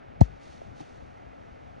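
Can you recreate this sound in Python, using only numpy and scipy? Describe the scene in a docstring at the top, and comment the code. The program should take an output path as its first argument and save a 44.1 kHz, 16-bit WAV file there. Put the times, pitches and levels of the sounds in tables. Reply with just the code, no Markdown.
"""A snow column in a windy forest, heard from close by on a pair of microphones.
Wind rushes evenly in the trees and gusts buffet the microphones. At 0.2 s a gloved hand slaps a
shovel blade lying on the column: the snow crunches, the blade knocks and the column thumps with
a sinking pitch. Then the shovel slides off in a rustle of grains, a few clumps drop with soft
thuds, and loose snow sifts down to the end."""
import sys
import numpy as np
from scipy import signal
from scipy.fft import rfft, irfft
from scipy.io import wavfile

SR = 44100
rng = np.random.default_rng(int(sys.argv[2]) if len(sys.argv) > 2 else 0)


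def generate_wav(signal):
    """Clip the signal to [-1, 1] and save it as 16-bit WAV at the path in sys.argv[1]."""
    frames = np.transpose(np.atleast_2d(signal))
    scaled = np.clip(frames, -1, 1) * 32767
    pcm = np.round(scaled).astype(np.int16)
    wavfile.write(sys.argv[1], SR, pcm)


N = 79380
TIME = np.arange(N) / SR
BIN_HZ = np.fft.rfftfreq(N, 1 / SR)


def column_thump():
    """The column gives way under the hand; its pitch sinks as the blow spreads, and the pack shakes on."""
    start_s, attack_s, hold_s = 0.2103, 0.0061, 0.0048
    start_hz, end_hz, sag_s, sag_steepness = 230, 53, 0.00885, 2.92
    age = np.maximum(TIME - start_s, 0)
    hz = end_hz + (start_hz - end_hz) / (1 + (age / sag_s) ** sag_steepness)
    swing = -np.sin(2 * np.pi * np.cumsum(hz * (age > 0)) / SR)
    column = from_db(-1.25) * envelope(start_s, attack_s, hold_s, t60=0.057)
    snowpack = from_db(-30.5) * envelope(start_s, attack_s, hold_s, t60=0.44)
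    return swing * (column + snowpack)


def blade_knock():
    """The gloved hand lands softly: one dull knock, then a faint ring damped by glove and snow."""
    # Modes of the blade. Each row: pitch in Hz, level in dB, seconds to fall 60 dB.
    modes = [(540, -20, 0.031), (760, -36, 0.055), (946, -25, 0.033), (1090, -29.5, 0.023)]
    start_s, width_s, knock_hz = 0.2145, 0.00084, 655
    age = TIME - start_s
    knock = from_db(-5) * np.exp(-0.5 * (age / width_s) ** 2) * np.cos(2 * np.pi * knock_hz * age)
    return knock + sum(from_db(db) * ring(start_s, hz, attack=0.0027, t60=t60) for hz, db, t60 in modes)


def snow_crunch():
    """The crust snaps first, then grains break in a short dense burst as the blade is pressed in."""
    # Spectrum of crushed snow. Each row: frequency in Hz, level in dB per Hz.
    spectrum = [(200, -60), (420, -60), (700, -53.5), (1150, -78), (2000, -77.5), (3000, -83.5),
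                (4500, -83), (6700, -83), (10000, -98), (12000, -107), (16000, -119)]
    start_s, attack_s = 0.2076, 0.00094
    snap = from_db(3) * envelope(start_s, attack_s, hold=0, t60=0.0026)
    press = envelope(start_s, attack_s, hold=0.0061, t60=0.013)
    return colour(grains(per_s=9800) * (press + snap), spectrum)


def sliding_snow():
    """Fine grains spray and rustle over the blade and down the column's wall."""
    # Spills of snow. Each row: start, attack, hold and time to fall 60 dB in seconds, level in dB.
    spills = [(0.208, 0.016, 0.019, 0.16, 2.5), (.23, .03, 0.11, 0.56, -12),
              (0.374, 0.077, 0.076, 1.01, -0.5), (0.726, 0.051, 0.019, 2.0, -2.5),
              (0.788, 0.017, 0.0072, 0.072, 4), (1.202, 0.23, 0.87, 1.5, -15)]
    # Spectrum of the rustle. Each row: frequency in Hz, level in dB per Hz.
    spectrum = [(500, -96), (1500, -100), (2700, -99.5), (4300, -103), (6200, -103.5), (7800, -113),
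                (9800, -116), (11500, -137), (14000, -152)]
    power = sum((from_db(db) * envelope(start, attack, hold, t60)) ** 2
                for start, attack, hold, t60, db in spills)
    return colour(grains(per_s=8100) * np.sqrt(power), spectrum)


def snow_on_blade():
    """Crunch and rustle, coloured by the metal that the grains hit."""
    # High resonances of the blade. Each row: centre in Hz, width in Hz, boost in dB.
    resonances = [(1860, 150, 8), (3550, 120, 3.5), (3800, 90, 5.5), (4250, 170, 3.5), (4420, 88, 6.5),
                  (5400, 77, 2.5), (5850, 82, 4), (6050, 200, 3.5), (6720, 360, 2.5), (8070, 250, 0),
                  (9560, 300, 2.5)]
    snow = snow_crunch() + sliding_snow()
    metal = sum((from_db(db) - 1) * signal.lfilter(*signal.iirpeak(hz, hz / width, fs=SR), snow)
                for hz, width, db in resonances)
    return snow + metal


def falling_clumps():
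    """Clumps of snow land with soft little thuds."""
    # Each row: start in seconds, level in dB, pitch in Hz, seconds to fall 60 dB.
    landings = [(.6165, -29.5, 630, 0.014), (.8045, -33.5, 800, 0.041), (0.8052, -31, 300, 0.038),
                (.811, -35, 150, 0.072), (1.52, -39, 68, 0.11)]
    return sum(from_db(db) * ring(start, hz, attack=0.0021, t60=t60) for start, db, hz, t60 in landings)


def forest_wind():
    """Wind in the surrounding trees, an even rush."""
    # Spectrum of the rush. Each row: frequency in Hz, level in dB per Hz.
    spectrum = [(30, -83), (100, -80.5), (250, -74), (340, -78.5), (520, -75.5), (790, -80.5), (960, -84),
                (1200, -89), (2050, -93), (3200, -106), (6200, -118), (7800, -128), (10000, -133),
                (12500, -152)]
    return colour(rng.standard_normal(N) * from_db(0.07 * drift(hz=2.8)), spectrum)


def air_at_microphones():
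    """Diffuse wind, different at each microphone, and gusts that buffet mainly the left one."""
    # Spectra of diffuse wind and of buffeting. Each row: frequency in Hz, level in dB per Hz.
    diffuse_spectrum = [(30, -84), (100, -84), (300, -91.5), (800, -87), (980, -101), (1300, -89.5),
                        (2500, -106), (5000, -122), (10000, -138), (14000, -146)]
    buffet_spectrum = [(20, -89), (55, -71), (120, -72.5), (250, -87.5), (600, -105), (4000, -160)]
    swing_db, right_db = 4.5, -14
    gusts = rng.standard_normal((2, N)) * from_db(swing_db * drift(hz=4.6))
    diffuse = colour(rng.standard_normal((2, N)), diffuse_spectrum)
    return diffuse + colour(gusts, buffet_spectrum) * from_db([[0], [right_db]])


def microphone_pair(left):
    """The right microphone has less bass than the left and is out of phase in the low middle."""
    # Right against left. Each row: frequency in Hz, level in dB, phase lead in radians.
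    response = [(35, -12, .1), (70, -11.5, .1), (111, -13, 0.34), (170, -11, 2.54), (273, -4.5, 2.26),
                (430, -3, 2.925), (710, 2.5, 2.64), (926, 3.5, 3.15), (1224, -2, 4.02), (1700, -7, 5.27),
                (2580, 2.5, 6.2), (8000, 0, 6.25)]
    gain = from_db(at_hz(response, BIN_HZ))
    phase = at_hz(response, BIN_HZ, column=2)
    right = irfft(rfft(left) * gain * np.exp(1j * phase), N)
    return np.array([left, right])


def from_db(db):
    """Decibels to gain."""
    return 10 ** (np.asarray(db) / 20)


def at_hz(table, hz, column=1):
    """Read a column of a table on a log-frequency axis."""
    table = np.array(table)
    return np.interp(np.log(np.maximum(hz, 1)), np.log(table[:, 0]), table[:, column])


def colour(white, spectrum):
    """Give white sound of rms 1 a spectrum in dB per Hz."""
    return irfft(rfft(white) * from_db(at_hz(spectrum, BIN_HZ)), N) * np.sqrt(SR / 2)


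def drift(hz):
    """A random wander, mostly slower than hz, with a spread of 1."""
    slow = irfft(rfft(rng.standard_normal(N)) / (1 + (BIN_HZ / hz) ** 2), N)
    return (slow - slow.mean()) / slow.std()


def envelope(start, attack, hold, t60):
    """Smooth rise, hold, then a fall of 60 dB every t60; all in seconds."""
    age = TIME - start
    rise = np.sin(np.pi / 2 * np.clip(age / attack, 0, 1)) ** 2
    return rise * np.exp(-np.log(1000) * np.maximum(age - attack - hold, 0) / t60)


def grains(per_s, spread_db=3.5):
    """Ice grains snapping at random, in uneven sizes; rms 1."""
    snaps = (rng.random(N) < per_s / SR) * rng.choice([-1, 1], N)
    clicks = snaps * from_db(spread_db * np.minimum(rng.exponential(1, N), 4))
    return clicks / clicks.std()


def ring(start, hz, attack, t60):
    """One mode set ringing by a soft contact."""
    return envelope(start, attack, 0, t60) * np.sin(2 * np.pi * hz * (TIME - start))


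def scene():
    """The slap and the loose snow in front of the microphones, the forest wind behind."""
    # Scattered grains reach the two sides differently.
    scatter = from_db(-9) * snow_on_blade() * np.array([[1], [-1]])
    sources = column_thump() + blade_knock() + snow_on_blade() + falling_clumps() + forest_wind()
    return microphone_pair(sources) + scatter + air_at_microphones()


def record(dry):
    """A steep low-pass cuts the highest treble on both channels."""
    cutoff_hz = 12500
    return signal.sosfilt(signal.ellip(8, 0.1, 70, cutoff_hz, fs=SR, output="sos"), dry)


dry = scene()
out = record(dry)
generate_wav(out)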